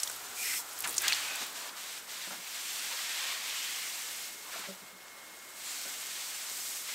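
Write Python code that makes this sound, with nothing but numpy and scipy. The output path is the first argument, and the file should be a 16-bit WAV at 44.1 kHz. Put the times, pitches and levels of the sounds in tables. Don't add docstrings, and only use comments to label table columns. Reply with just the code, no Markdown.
import sys
import numpy as np
from scipy import signal
from scipy.fft import rfft, irfft
from scipy.io import wavfile
from scipy.ndimage import uniform_filter1d

SR = 44100
rng = np.random.default_rng(int(sys.argv[2]) if len(sys.argv) > 2 else 0)


def gain_from_decibels(decibels):
    exponent = np.asarray(decibels, float) / 20
    return 10 ** exponent


def generate_wav(signal):
    frames = np.transpose(np.atleast_2d(signal))
    scaled = np.clip(frames, -1, 1) * 32767
    pcm = np.round(scaled).astype(np.int16)
    wavfile.write(sys.argv[1], SR, pcm)


N = 306348
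TIME = np.arange(N) / SR
BINS_HZ = np.maximum(np.fft.rfftfreq(N, 1 / SR), 1)

# (frequency [Hz], density [dB per Hz])
SPRAY_COLOUR = [(180, -47), (300, -19), (526, -12), (757, -8), (954, -6), (1570, -5.5), (2150, -4.5),
                (3040, -3.5), (4900, -2), (7920, 0), (10700, -9), (13700, -6.5), (15600, -13)]
# (time [s], level [dB])
SPURT = [
    (.33, -72),
    (.385, -49),
    (.43, -41),
    (.53, -41),
    (.585, -39.5),
    (.605, -45),
    (.63, -67),
]


def unit(x):
    return x / np.sqrt(np.mean(x ** 2))


def curve(rows):
    s, *columns = np.transpose(rows)
    return [np.interp(TIME, s, c) for c in columns]


def colour(points):
    hz, db = np.transpose(points)
    return gain_from_decibels(np.interp(np.log(BINS_HZ), np.log(hz), db))


def shape(x, gain):
    return irfft(rfft(x) * gain, N)


def walk(rate_hz):
    size = int(SR / rate_hz)
    steps = np.repeat(rng.standard_normal(N // size + 1), size)
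    steps = uniform_filter1d(uniform_filter1d(steps, size), size)[:N]
    return unit(steps - uniform_filter1d(steps, 3 * size))


def burst(t60_ms, rise_ms=.12):
    ms = np.arange(SR // 8) / SR * 1e3
    envelope = (1 - np.exp(-ms / rise_ms)) * gain_from_decibels(-60 * ms / t60_ms)
    return rng.standard_normal(len(ms)) * envelope / 2


def add(out, s, x):
    i = int(s * SR)
    out[i:i + len(x)] += x[:N - i]


def band(x, hz, width_hz):
    lo = max(hz - width_hz / 2, hz / 4)
    hi = min(hz + width_hz / 2, 20000)
    sos = signal.butter(2, (lo, hi), "band", fs=SR, output="sos")
    return signal.sosfilt(sos, x) * np.sqrt(SR / 2 / (hi - lo))


def layer_levels():
    # (time [s], flow [dB], coarseness of the splash [dB])
    jet = [(0, -40, -8.5), (.2, -46, -5.5), (.76, -46, -6), (.99, -44, -1.5), (1.05, -39.5, 3.5),
           (1.2, -41, 3), (1.5, -46.5, 0.5), (2.5, -45, -1), (2.75, -39.5, -2), (3.22, -42, 4),
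           (3.8, -40.5, -1.5), (4.22, -42.5, -4), (4.7, -49.5, 0.5), (4.77, -55, -2), (5.0, -59.5, 1),
           (5.53, -53.5, -4), (5.66, -43.5, -3), (6.95, -40.5, -5)]
    # (middle [s], length [s], change [dB], coarser [dB])
    swings = [(0.65, 0.067, -1.5, 0), (0.847, 0.019, 5, 3), (.9, 0.044, 0, 1), (0.998, 0.037, 3, -7.5),
              (1.424, 0.055, 2.5, -0.5), (1.52, 0.061, -1.5, -2), (1.577, 0.054, 1.5, -1),
              (1.735, 0.068, -5, 0.5), (2.045, 0.095, -5, 0.5), (2.41, 0.12, -2, 0.5), (2.557, .04, 0.5, 3),
              (3.4, 0.093, -2, 1.5), (4.395, 0.2, -2.5, -1.5), (4.58, 0.11, 1.5, 1),
              (4.95, 0.054, -1.5, -0.5), (5.77, 0.154, 0.5, -0.5), (5.992, .05, 0, -1.5),
              (6.47, 0.044, -1, 1.5), (6.69, 0.39, 2, -5.5), (6.833, 0.11, -2, 1.5), (6.921, 0.14, -1, 5)]
    # (level [dB], share of flow, of coarseness, of swings [ratios], lift by the spurt [dB])
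    layers = [
        (-56.5, 0.17, 0.34, 0.35, -6),
        (-45, 0.91, 0.92, 1.66, 1),
        (-46.5, 0.93, 0.23, 1.53, 9),
        (-49, 0.72, -0.041, 1, 11),
    ]
    usual_flow_db = -45
    paving_db, paving_until_s, paving_fade_s = 6.5, 1.78, 0.051
    flow, coarse = curve(jet)
    swung = 0
    for s, length_s, db, coarser_db in swings:
        swing = np.exp(-(2 * (TIME - s) / length_s) ** 4)
        swung = swung + db * swing
        coarse = coarse + coarser_db * swing
    air = np.clip((curve(SPURT)[0] + 68) / 30, 0, 1)
    levels = []
    for db, by_flow, by_coarse, by_swing, lift_db in layers:
        level = db + by_flow * (flow - usual_flow_db) + by_coarse * coarse
        levels.append(level + by_swing * swung + lift_db * air)
    levels[0] = levels[0] + paving_db / (1 + np.exp((TIME - paving_until_s) / paving_fade_s))
    return levels


def drops(rate_hz, spread_db, lone, flicker_db, ring_ms):
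    chance = rng.random((2, N))
    size = np.minimum(-np.log(1 - chance[1]), 3)
    strikes = (chance[0] < rate_hz / SR) * gain_from_decibels(spread_db * size)
    puffs = signal.lfilter([1], [1, -np.exp(-1e3 / ring_ms / SR)], strikes) * rng.standard_normal(N)
    lone = np.clip(lone, 0, 1)
    blur = rng.standard_normal(N)
    return gain_from_decibels(flicker_db * walk(55)) * (np.sqrt(lone) * unit(puffs) + np.sqrt(1 - lone) * blur)


def spray(levels):
    # (rate [drops/s], size spread [dB], share of lone drops [0-1], flicker [dB], ring [ms])
    drop_sizes = [
        (900, -5, 0.06, 0.5, 3.9),
        (2050, 4.5, 0.24, 0.5, 2.3),
        (3030, 14, 0.14, 0.53, 2.1),
        (4000, 4, 0.17, 0.5, 0.79),
    ]
    edges_hz = (450, 1500, 4000, 10000, 19000)
    shake = gain_from_decibels(0.27 * walk(45))
    out = 0
    for db, size, lo, hi in zip(levels, drop_sizes, edges_hz, edges_hz[1:]):
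        window = 1 / np.sqrt((1 + (lo / BINS_HZ) ** 6) * (1 + (BINS_HZ / hi) ** 6))
        out = out + gain_from_decibels(db) * unit(shape(drops(*size), colour(SPRAY_COLOUR) * window))
    return shake * out


def bubbles(splash_db):
    count, low_hz, high_hz, cycles, level_db = 3200, 600, 5920, 24, -9.5
    out = np.zeros(N)
    t = np.arange(1500) / SR
    for when, pitch, big in rng.random((count, 3)):
        hz = low_hz * (high_hz / low_hz) ** pitch
        age = t * hz / cycles
        chirp = np.sin(2 * np.pi * hz * t * (1 + 0.044 * age))
        add(out, when * N / SR, gain_from_decibels(3.7 * big) * np.sqrt(hz) * chirp * age * np.exp(-3 * age))
    return gain_from_decibels(splash_db + level_db) * unit(shape(out, colour(SPRAY_COLOUR)))


def drummed(rows, sharpness):
    out = np.zeros(N)
    for start, end, hz, db in rows:
        size = int((end - start) * SR)
        noise = rng.standard_normal(size + 2000)
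        drum = signal.lfilter(*signal.iirpeak(hz, sharpness, SR), noise)[-size:]
        drum = drum / np.abs(signal.hilbert(drum)) ** .4
        add(out, start, gain_from_decibels(db) * unit(drum) * signal.windows.tukey(size, .6))
    return out


def hollow_rings():
    # (from [s], to [s], pitch [Hz], level [dB])
    hollows = [(.42, .44, 2700, -45), (.435, .5, 1980, -44), (.47, 0.577, 2080, -42),
               (.42, .445, 2670, -51.5), (.525, .55, 2680, -46), (0.34, 0.56, 2400, -44.5),
               (.525, .55, 1470, -47), (.588, .612, 950, -48.5), (.618, .636, 870, -52),
               (1.015, 1.028, 1600, -41), (1.03, 1.075, 1610, -38.5), (1.092, 1.118, 2600, -33.5),
               (1.2, 1.41, 2520, -45), (1.3, 1.47, 3770, -48), (1.15, 1.49, 1490, -52),
               (2.9, 2.97, 950, -49.5), (2.92, 2.96, 590, -55), (2.99, 3.015, 1160, -50),
               (2.95, 3.48, 1880, -51), (2.6, 3.4, 2600, -56), (3.15, 3.42, 1075, -53),
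               (3.2, 3.397, 535, -61), (3.47, 3.72, 2940, -47.5), (3.44, 3.88, 3170, -50),
               (3.42, 3.8, 2620, -52), (3.43, 3.53, 3550, -50), (3.7, 3.95, 2900, -53),
               (3.75, 4.1, 2250, -57), (3.45, 3.993, 2088, -54), (4.61, 4.63, 1300, -45),
               (4.545, 4.58, 690, -50.5), (4.64, 4.67, 2100, -51), (5.84, 5.92, 1520, -54),
               (5.3, 7, 8000, -54), (5.63, 5.8, 7200, -48.5), (2.255, 2.275, 1900, -52),
               (6.88, 6.94, 2050, -52)]
    return drummed(hollows, 19)


def flat_slaps():
    # (from [s], to [s], centre [Hz], level [dB])
    flats = [(.098, .104, 1400, -39.5), (0.0102, .8, 330, -67), (.752, 1.168, 370, -58),
             (.838, .865, 2900, -45), (.872, .915, 9800, -40.5), (1.02, 1.13, 1900, -39.5),
             (1.01, 1.15, 2750, -42), (1.03, 1.12, 1300, -49), (1.4, 1.445, 250, -56),
             (0.97, 1.93, 294, -66), (1.7, 1.816, 1340, -53.5), (2.27, 2.404, 270, -60),
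             (3.1, 3.36, 3100, -43), (1.6, 1.718, 1000, -53), (4.43, 4.53, 1010, -52.5),
             (4.51, 4.57, 1450, -46), (4.57, 4.62, 1500, -50), (.41, 0.616, 2560, -44),
             (4.635, 4.675, 2000, -47), (4.63, 4.67, 900, -50.5), (5.62, 5.9, 4500, -48),
             (2.2, 2.27, 2300, -49), (6.0, 6.35, 4500, -49), (.84, .9, 1540, -49), (6.86, 6.95, 5300, -48)]
    return drummed(flats, 3)


def town_hums():
    # (from [s], to [s], pitch [Hz], level [dB])
    town_lines = [
        (.12, .55, 420, -65),
        (0, .8, 724, -63),
        (0, .95, 1380, -59),
    ]
    return drummed(town_lines, 30)


def spurt():
    # (frequency [Hz], width [Hz], level [dB])
    modes = [(2200, 500, -9), (2700, 150, -10), (3400, 300, -8), (4240, 180, -4), (5270, 130, 5),
             (6050, 200, -2), (6700, 180, -1), (7750, 350, 0), (8770, 220, 0), (9700, 300, -4),
             (10700, 500, -8), (11800, 400, -5), (13000, 800, -6)]
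    gain = 0
    for k, (hz, width_hz, db) in enumerate(modes):
        gain = gain + (-1) ** k * gain_from_decibels(db) / (1 + 2j * (BINS_HZ - hz) / width_hz)
    return gain_from_decibels(curve(SPURT)[0] + 1.5 * walk(54)) * unit(shape(rng.standard_normal(N), gain))


def clicks():
    # (time [s], peak [dB], ring [Hz], t60 [ms])
    ticks = [(.001, -28, 5370, 30), (.021, -33, 12500, 10), (0.0325, -19, 5900, 23),
             (0.0328, -17, 7930, 22), (.059, -36, 13500, 10), (0.0745, -26.5, 3800, 8.1),
             (.0752, -27, 8700, 10), (0.077, -28, 5640, 10), (0.098, -25, 8140, 12), (.1, -34.5, 5560, 12),
             (.114, -30, 10500, 12), (.127, -34, 7800, 10), (.162, -34.5, 12900, 10), (.73, -35, 11000, 14),
             (.778, -32, 5980, 14), (0.8053, -27, 10050, 12), (0.8402, -29, 2320, 13),
             (.8415, -32, 7000, 40), (0.843, -29, 2733, 30), (.851, -30, 2200, 30), (.856, -33, 1700, 30),
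             (.8745, -22, 9550, 14), (.879, -28, 9000, 20), (.893, -27, 8500, 20), (.942, -29.5, 4750, 16),
             (.9805, -12, 6770, 13), (0.984, -22, 6500, 17), (1.013, -29, 12500, 10), (1.081, -16, 4070, 9),
             (1.0812, -13, 6770, 13), (1.0857, -21, 6220, 9), (1.1229, -15, 2930, 8),
             (1.1237, -15, 4200, 8), (1.1303, -15, 4300, 8.4), (1.136, -22, 4000, 13),
             (1.147, -24, 7160, 10), (1.357, -26, 8200, 25), (1.465, -37, 12200, 30),
             (1.527, -37, 11000, 14), (1.766, -36, 5270, 20), (2.239, -33, 4400, 14),
             (2.468, -39, 2310, 15), (5.081, -43, 2800, 14)]
    ring_db = -7
    echo_s, echo_db = 3e-3, -10
    yard_t60_ms, yard_db = 105, -19
    out = np.zeros(N)
    for s, db, hz, t60_ms in ticks:
        tick = band(burst(t60_ms), hz, 0.44 * hz)
        tick = tick + gain_from_decibels(-2.5) * band(burst(t60_ms / 4), 0.8 * hz, 0.74 * hz)
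        ms = np.arange(len(tick)) / SR * 1e3
        note = (1 - np.exp(-ms / 0.23)) * np.sin(2 * np.pi * hz * ms / 1e3)
        tick = tick + gain_from_decibels(ring_db - 60 * ms / t60_ms) * note
        tick = gain_from_decibels(db) * tick / np.max(np.abs(tick))
        add(out, s, tick)
        add(out, s + echo_s, gain_from_decibels(echo_db) * tick)
        add(out, s, gain_from_decibels(db + yard_db) * band(burst(yard_t60_ms, rise_ms=1.9), hz, hz))
    return out


def creaks():
    # (time [s], peak [dB], centre [Hz], t60 [ms])
    cracks = [(.7885, -27, 11000, 40), (.8043, -24, 10500, 25), (.8225, -27, 10500, 25),
              (.864, -31, 12800, 12), (.874, -28, 8500, 14), (.908, -24, 12500, 16), (.917, -31, 12500, 12),
              (.927, -29, 13500, 14), (.932, -30, 12500, 12), (.942, -28, 12500, 14),
              (.949, -29, 12000, 12), (.964, -30, 7000, 22), (.967, -27, 7500, 25), (.97, -26, 7500, 16),
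              (.9803, -26, 14000, 25), (1.019, -23, 11500, 21), (1.029, -27, 14000, 12),
              (1.0805, -17, 13500, 14), (1.098, -27, 13000, 12), (1.1295, -29, 13500, 12),
              (1.146, -35, 10000, 11), (.0322, -33, 13000, 14), (.0975, -36, 12500, 10),
              (.0748, -29, 12500, 14), (5.082, -45, 5000, 25), (6.497, -31, 10000, 12),
              (6.498, -32, 4800, 12), (.001, -32, 8500, 30), (1.355, -34, 12000, 14),
              (4.594, -42, 7000, 14)]
    out = np.zeros(N)
    for s, db, hz, t60_ms in cracks:
        crack = band(burst(t60_ms), hz, .7 * hz)
        add(out, s, gain_from_decibels(db) * crack / np.max(np.abs(crack)))
    return out


def bumps():
    # (time [s], scuff [dB], scuff centre [Hz], pipe ring [dB], overtones [dB])
    knocks = [(.839, -32, 1520, -53, -4), (.85, -29, 1520, -58, -5), (0.881, -36, 600, -61, -6),
              (1.31, -40, 750, -62, -7.5), (1.406, -36.5, 855, -61, -11), (2.27, -42, 450, -44, -11),
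              (2.304, -33, 1150, -43, -12), (2.325, -37, 1350, -61, -8.5), (2.38, -48, 300, -48, -15),
              (4.53, -41.5, 900, -66, -9), (4.55, -37, 900, -52, -10.5), (4.585, -42, 500, -46, -12),
              (4.668, -45, 425, -45, -17.5), (4.683, -52, 600, -36, 2.5), (4.715, -58, 400, -45, -14),
              (4.7, -52.5, 600, -44, 6), (4.812, -45, 300, -51, -6), (4.929, -58, 250, -47, -10),
              (5.85, -39, 550, -57, 13), (6.499, -43, 600, -67, -12), (6.879, -56, 900, -66, -6)]
    # (frequency [Hz], level [dB], t60 [ms])
    pipe_modes = [(193.6, -7.5, 110), (397, -13, 82), (573, -2, 54)]
    push_ms, scuff_t60_ms, sag_per_s = 5.9, 132, .4
    hold = 1.38
    out = np.zeros(N)
    ms = np.arange(SR // 4) / SR * 1e3
    t = ms / 1e3
    for s, scuff_db, scuff_hz, ring_db, over_db in knocks:
        ring = 0
        for k, (hz, db, t60_ms) in enumerate(pipe_modes):
            fall = gain_from_decibels(db + over_db * (k > 0) - 60 * (ms / t60_ms) ** hold)
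            ring = ring + fall * np.sin(2 * np.pi * hz * (s + t * (1 - sag_per_s * t)))
        add(out, s, gain_from_decibels(ring_db) * ring * (1 - np.exp(-(ms / push_ms) ** 2)))
        scuff = band(burst(scuff_t60_ms, rise_ms=5.5), scuff_hz, 1.05 * scuff_hz)
        add(out, s, gain_from_decibels(scuff_db) * scuff)
    return out


def whistle():
    # (time [s], level [dB])
    tap = [(1.2, -85), (2.4, -65), (3.4, -60), (4.05, -60), (4.2, -58), (4.44, -58), (4.5, -73),
           (4.78, -73), (4.84, -62), (5.1, -60), (5.55, -61), (5.66, -67), (5.85, -60), (6.1, -60),
           (6.95, -63)]
    pitch_hz, width_hz = 2154.5, 6
    tone = np.sin(2 * np.pi * np.cumsum(pitch_hz + width_hz * .15 * walk(30)) / SR)
    return np.sqrt(2) * tone * gain_from_decibels(curve(tap)[0] + 1.3 * walk(20))


def town():
    # (frequency [Hz], density [dB per Hz])
    haze = [(12, -34), (24, -21), (145, -15), (181, -9), (394, -5.5), (466, -6), (521, -4.5), (989, -9),
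            (1420, -4), (1930, -7), (2100, -5), (2410, -19.5), (15600, -23.5)]
    # (time [s], level [dB])
    engine = [
        (0, -73),
        (.7, -79),
        (.85, -69),
        (1.2, -69),
        (1.4, -91),
        (6.95, -86.5),
    ]
    steady = gain_from_decibels(-56.5 + .5 * walk(3.44)) * unit(shape(rng.standard_normal(N), colour(haze)))
    rumble = unit(band(band(rng.standard_normal(N), 115, 76), 90, 120))
    return steady + gain_from_decibels(curve(engine)[0]) * rumble


def scene():
    levels = layer_levels()
    water = spray(levels) + bubbles(levels[1])
    drummed_on = hollow_rings() + flat_slaps() + town_hums()
    handling = spurt() + clicks() + creaks() + bumps()
    return np.tile(water + drummed_on + handling + whistle() + town(), (2, 1))


def low_pass(x):
    return signal.sosfilt(signal.butter(12, 16860, fs=SR, output="sos"), x)


def record(dry):
    # (time [s], centre [Hz])
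    slips = [(.27, 4800), (.27, 6600), (1.74, 8600), (1.92, 10000), (2.27, 10300), (2.97, 14500),
             (3.24, 4800), (3.24, 8300), (3.24, 11700), (3.39, 13800), (3.82, 12500), (4.01, 8300),
             (4.43, 7600), (5.8, 9000), (5.87, 7600), (5.87, 12000), (5.89, 4800), (5.89, 8300),
             (6.35, 6300), (6.47, 5000), (6.47, 7000), (6.61, 5300), (6.61, 9000), (6.73, 13800)]
    slip_db, slip_s, slip_width_hz, top_hz = 1.5, .04, 1600, 15760
    size = int(slip_s * SR)
    side = gain_from_decibels(-84.5) * unit(band(rng.standard_normal(N), 500, 760))
    for s, hz in slips:
        i = int(s * SR)
        near = band(band(dry[0, i:i + size], hz, slip_width_hz), hz, slip_width_hz)
        near = near * slip_width_hz / SR * np.sqrt(2)
        add(side, s - slip_s / 2, gain_from_decibels(slip_db) * near * np.hanning(size))
    mix = dry + side * np.array([[1], [-1]])
    return low_pass(irfft(rfft(mix) * (BINS_HZ < top_hz), N))


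dry = scene()
out = record(dry)
generate_wav(out)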